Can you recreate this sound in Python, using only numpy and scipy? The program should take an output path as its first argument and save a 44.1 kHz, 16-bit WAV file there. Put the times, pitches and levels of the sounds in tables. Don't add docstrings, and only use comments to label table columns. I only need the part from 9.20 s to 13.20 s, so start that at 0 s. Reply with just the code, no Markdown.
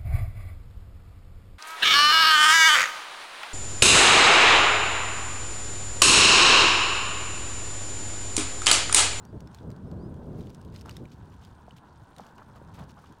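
import sys
import numpy as np
from scipy import signal
from scipy.fft import rfft, irfft
from scipy.io import wavfile
from scipy.ndimage import uniform_filter1d

SR = 44100
rng = np.random.default_rng(int(sys.argv[2]) if len(sys.argv) > 2 else 0)


def wrap_up_sound(samples):
    columns = np.atleast_2d(samples).T
    tamed = np.clip(columns, -1, 1)
    steps = np.round(tamed * 32767).astype(np.int16)
    wavfile.write(sys.argv[1], SR, steps)


N = 176400


def pebble_clicks():
    # time in seconds, relative level in dB, lowest mode in Hz, trim on the crack in dB.
    clicks = [(.052, -49, 3830, 0.5), (.206, -38, 3960, -7), (0.274, -38, 3430, -12), (.347, -35, 4600, -7),
              (.387, -38.5, 3540, -30), (.504, -43.5, 3500, -4), (.516, -44, 4100, -9),
              (.564, -49.5, 4760, -4.5), (.715, -45, 4400, -7), (.943, -54.5, 3550, 0),
              (1.209, -35.5, 2700, -14.5), (1.271, -38, 3000, -13.5), (1.297, -56.5, 5060, 3),
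              (1.303, -53, 4440, 5.5), (1.348, -50.5, 3880, 4), (1.415, -50, 2980, -2),
              (1.45, -46.5, 3400, -3.5), (1.5617, -31, 4450, -16), (1.612, -33, 4550, -11),
              (1.617, -48, 4200, 0.5), (1.6603, -43.5, 5270, -3.5), (1.6948, -27, 2880, -10.5),
              (1.711, -35.5, 4800, -9.5), (1.7682, -27.5, 3740, -10), (1.855, -35, 2490, -18.5),
              (2.25, -38.5, 3330, -7.5), (2.509, -36, 3000, -20.5), (2.965, -40, 3830, -8),
              (2.984, -37, 3800, -7), (3.067, -52.5, 3670, 3), (3.182, -43.5, 2870, -7),
              (3.714, -62, 4400, 1), (3.925, -46.5, 3340, -4.5)]
    # ratio to the lowest mode, relative level in dB, T60 in seconds.
    pebble_modes = [(1, 0, .011), (1.15, -4, .008), (1.5, -6, .006)]
    # frequency in Hz, relative gain in dB.
    crack_eq = [(1500, -10), (4000, 1), (6500, 0), (11000, -8), (16000, -13)]
    rise_s, crack_s, rattle_s = .0009, .0006, .005
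    rings, cracks = np.zeros(N), np.zeros(N)
    t = np.arange(-rattle_s, 10 * rattle_s, 1 / SR)
    decay = np.exp(-np.abs(t) / crack_s) + undb(-14) * np.exp(-t / rattle_s)
    envelope = np.where(t < 0, np.exp(t / rise_s), decay)
    for hit, db, hz, crack_db in clicks:
        contact = envelope * rng.standard_normal(len(t))
        body = signal.fftconvolve(contact * envelope, ring(t - t[0], hz, pebble_modes))
        add(rings, hit + t[0], undb(db - 6.5) * body / np.abs(body).max())
        add(cracks, hit + t[0], undb(db + crack_db - 3.5) * contact)
    return rings + colour(cracks, crack_eq)


def grit_crunch():
    # start in seconds, length in seconds, relative level in dB.
    crunches = [(.31, 0.14, -65), (1.14, .22, -65.5), (1.521, .1, -57.5), (1.648, 0.15, -59.5),
                (1.912, 0.03, -60.5), (2.11, 0.05, -65), (2.205, 0.11, -64), (2.56, 0.03, -58),
                (2.975, 0.14, -62.5), (3.352, 0.036, -64), (3.536, 0.039, -56.5), (3.572, 0.081, -59.5),
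                (3.683, 0.036, -57.5), (3.775, 0.086, -65), (3.838, 0.081, -67)]
    # time in seconds, relative level in dB.
    strays = [(.85, -80), (1.05, -73.5)]
    # frequency in Hz, relative gain in dB.
    grit_eq = [(1200, 1), (3600, 4), (5500, 0), (11000, -10), (16000, -12)]
    load, grit = hoof_pressure(crunches), np.zeros(N)
    grain_s = .0009
    grain_decay = np.exp(-np.arange(SR // 20) / SR / grain_s)
    for low_hz in (1000, 2000, 4000, 8000):
        impacts = load * grains(per_s=450, spread_db=3.2)
        impacts += curve(strays) * grains(per_s=110, spread_db=1.5)
        power = np.abs(signal.fftconvolve(impacts ** 2, grain_decay / grain_decay.sum())[:N])
        grit += band(np.sqrt(power) * rng.standard_normal(N), low_hz, 2 * low_hz)
    return colour(grit, grit_eq)


def hoof_scrapes():
    # start in seconds, length in seconds, peak level in dB.
    scuffs = [(1.652, 0.068, -52), (2.978, .035, -50), (3.178, 0.03, -49), (3.214, 0.02, -50),
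              (3.352, 0.043, -52), (3.574, 0.065, -47), (3.772, .03, -55)]
    rasp = band(grains(per_s=900, spread_db=1.0), low_hz=533, high_hz=1240)
    return hoof_pressure(scuffs) * unit(rasp)


def hoof_knocks():
    # start in seconds, relative level in dB, strongest mode in Hz.
    knocks = [(1.657, -41, 1270), (1.686, -44, 1350), (2.481, -38, 695), (2.9966, -33, 773),
              (3.220, -43.5, 1280), (3.416, -43, 427), (3.771, -44.5, 1130), (3.84, -44, 1180)]
    # ratio to the strongest mode, relative level in dB, T60 in seconds.
    stone_modes = [(.7, -3.5, 0.014), (1, 7.5, 0.01), (1.24, -8, .016)]
    out, t = np.zeros(N), np.arange(SR // 2) / SR
    rise_s = .0014
    attack = 1 - np.exp(-(t / rise_s) ** 2)
    for start, db, hz in knocks:
        add(out, start, undb(db + 7.5) * ring(t, hz, stone_modes) * attack)
    return out


def ground_thuds():
    # start in seconds, relative level in dB, starting pitch in Hz.
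    thuds = [(1.802, -38, 294), (2.526, -39, 257), (2.817, -33, 161), (3.008, -35, 270),
             (3.608, -27.5, 195)]
    rise_s, t60_s, octave_drop_s = .0081, .073, .034
    out, t = np.zeros(N), np.arange(SR // 2) / SR
    envelope = (1 - np.exp(-t / rise_s)) * undb(-60 * t / t60_s)
    for start, db, hz in thuds:
        phase = 2 * np.pi * np.cumsum(hz / (1 + t / octave_drop_s)) / SR
        add(out, start, undb(db + 2) * envelope * np.sin(phase))
    return out


def wind():
    # time in seconds, strength in dB.
    breeze = [(0, -48.5), (.25, -42), (.34, -53), (.65, -41), (1.6, -44), (2.1, -50), (2.7, -62),
              (3.15, -71.5), (3.3, -52.5), (3.65, -47), (4, -71)]
    # start in seconds, length in seconds, strength in dB.
    gusts = [(.128, .05, -37.5), (.40, .14, -40), (.64, .32, -40.5), (.96, .34, -38.5), (1.78, .085, -40),
             (3.885, .05, -46)]
    # frequency in Hz, relative gain in dB.
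    rumble_eq = [(28, -49.5), (41, -10), (72, 2), (125, 0), (250, -10), (600, -63.5)]
    flutter_eq = [(105, -7.5), (158, 4.5), (240, -1), (420, -5.5), (1300, -30), (2100, -72.5)]
    power = curve(breeze) ** 2
    for start, length, db in gusts:
        arch = np.abs(np.sin(np.linspace(0, np.pi, int(length * SR)))) ** .17
        add(power, start, (undb(db) * arch) ** 2)
    strength = np.sqrt(power) / undb(-39.5)
    rumble = undb(-43) * strength ** .57 * noise(rumble_eq)
    flutter = undb(-43.5) * strength ** 1.335 * noise(flutter_eq)
    return (rumble + flutter) * waver(per_s=70, depth_db=1.6)


def bird():
    # start in seconds, length in seconds, level in dB, first and last pitch in Hz.
    chirps = [(.015, .1, -73, 3700, 4800), (.655, .055, -77, 4750, 5350), (.782, .1, -69.5, 3950, 5080),
              (2.685, .06, -77, 3950, 4650)]
    out, bend = np.zeros(N), 3.2
    for start, length, db, low_hz, high_hz in chirps:
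        progress = np.linspace(0, 1, int(length * SR))
        glide = (1 - np.exp(-bend * progress)) / (1 - np.exp(-bend))
        hz = low_hz + (high_hz - low_hz) * glide
        envelope = np.abs(np.sin(np.pi * progress)) ** .5
        add(out, start, undb(db) * envelope * np.sin(2 * np.pi * np.cumsum(hz) / SR))
    return out


def open_air():
    # time in seconds, level in dB.
    rush_levels = [(0, -55.5), (1.2, -58.5), (1.9, -59), (2.3, -57), (3.25, -54.5), (4, -57)]
    # frequency in Hz, relative gain in dB.
    rush_eq = [(250, -2), (620, -8), (980, -0.5), (1200, -10), (1530, -7.5), (2000, -23.5), (3000, -63.5)]
    hiss_eq = [(2000, 3), (3500, 4.5), (5000, -2), (9300, -6), (11000, -14)]
    rush = curve(rush_levels) * noise(rush_eq) * waver(per_s=35, depth_db=1.5)
    shimmer = unit(band(rng.standard_normal(N), low_hz=8570, high_hz=9110))
    hiss = undb(-73.5) * noise(hiss_eq)
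    return rush + hiss + undb(-87) * shimmer * waver(per_s=55, depth_db=6)


def hoof_pressure(steps):
    load = np.zeros(N)
    for start, length, db in steps:
        progress = np.linspace(0, 1, int(length * SR))
        add(load, start, undb(db + np.interp(progress, [0, .25, 1], [-10, 0, -9])))
    return load


def ring(t, hz, modes, scatter=.04):
    out = np.zeros(len(t))
    for ratio, db, t60 in modes:
        detune = 1 + scatter * (2 * rng.random() - 1)
        out += undb(db - 60 * t / t60) * np.sin(2 * np.pi * hz * ratio * detune * t)
    return out


def grains(per_s, spread_db):
    sizes = undb(spread_db * np.minimum(rng.exponential(size=N), 4))
    hits = rng.random(N) < per_s / SR
    return unit(hits * sizes * rng.choice([-1, 1], N))


def waver(per_s, depth_db):
    hold = max(int(SR / per_s), 2)
    steps = np.repeat(rng.standard_normal(N)[:N // hold + 1], hold)[:N]
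    return unit(undb(depth_db * unit(uniform_filter1d(steps, hold))))


def noise(eq):
    return unit(colour(rng.standard_normal(N), eq))


def colour(x, eq):
    size = 2 * N
    hz, db = np.array(eq).T
    log_hz = np.log(np.fft.rfftfreq(size, 1 / SR) + 1)
    gain = unit(undb(np.interp(log_hz, np.log(hz), db)))
    cepstrum = irfft(np.log(gain))
    cepstrum[1:N] *= 2
    cepstrum[N + 1:] = 0
    return irfft(rfft(x, size) * np.exp(rfft(cepstrum)))[:N]


def band(x, low_hz, high_hz):
    return signal.sosfilt(signal.butter(2, [low_hz, high_hz], "band", fs=SR, output="sos"), x)


def curve(points):
    times, db = np.array(points).T
    return undb(np.interp(np.arange(N) / SR, times, db))


def add(out, start, sound):
    i = max(int(start * SR), 0)
    out[i:i + len(sound)] += sound[:max(N - i, 0)]


def undb(db):
    return 10 ** (np.asarray(db) / 20)


def unit(x):
    return x / np.sqrt(np.mean(x ** 2) + 1e-20)


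def scene():
    goats = pebble_clicks() + grit_crunch() + hoof_scrapes() + hoof_knocks() + ground_thuds()
    return (goats + wind() + open_air() + bird())[None]


def record(dry):
    cutoff_hz = 15900
    return signal.sosfilt(signal.ellip(10, .2, 70, cutoff_hz, fs=SR, output="sos"), dry)


dry = scene()
out = record(dry)
wrap_up_sound(out)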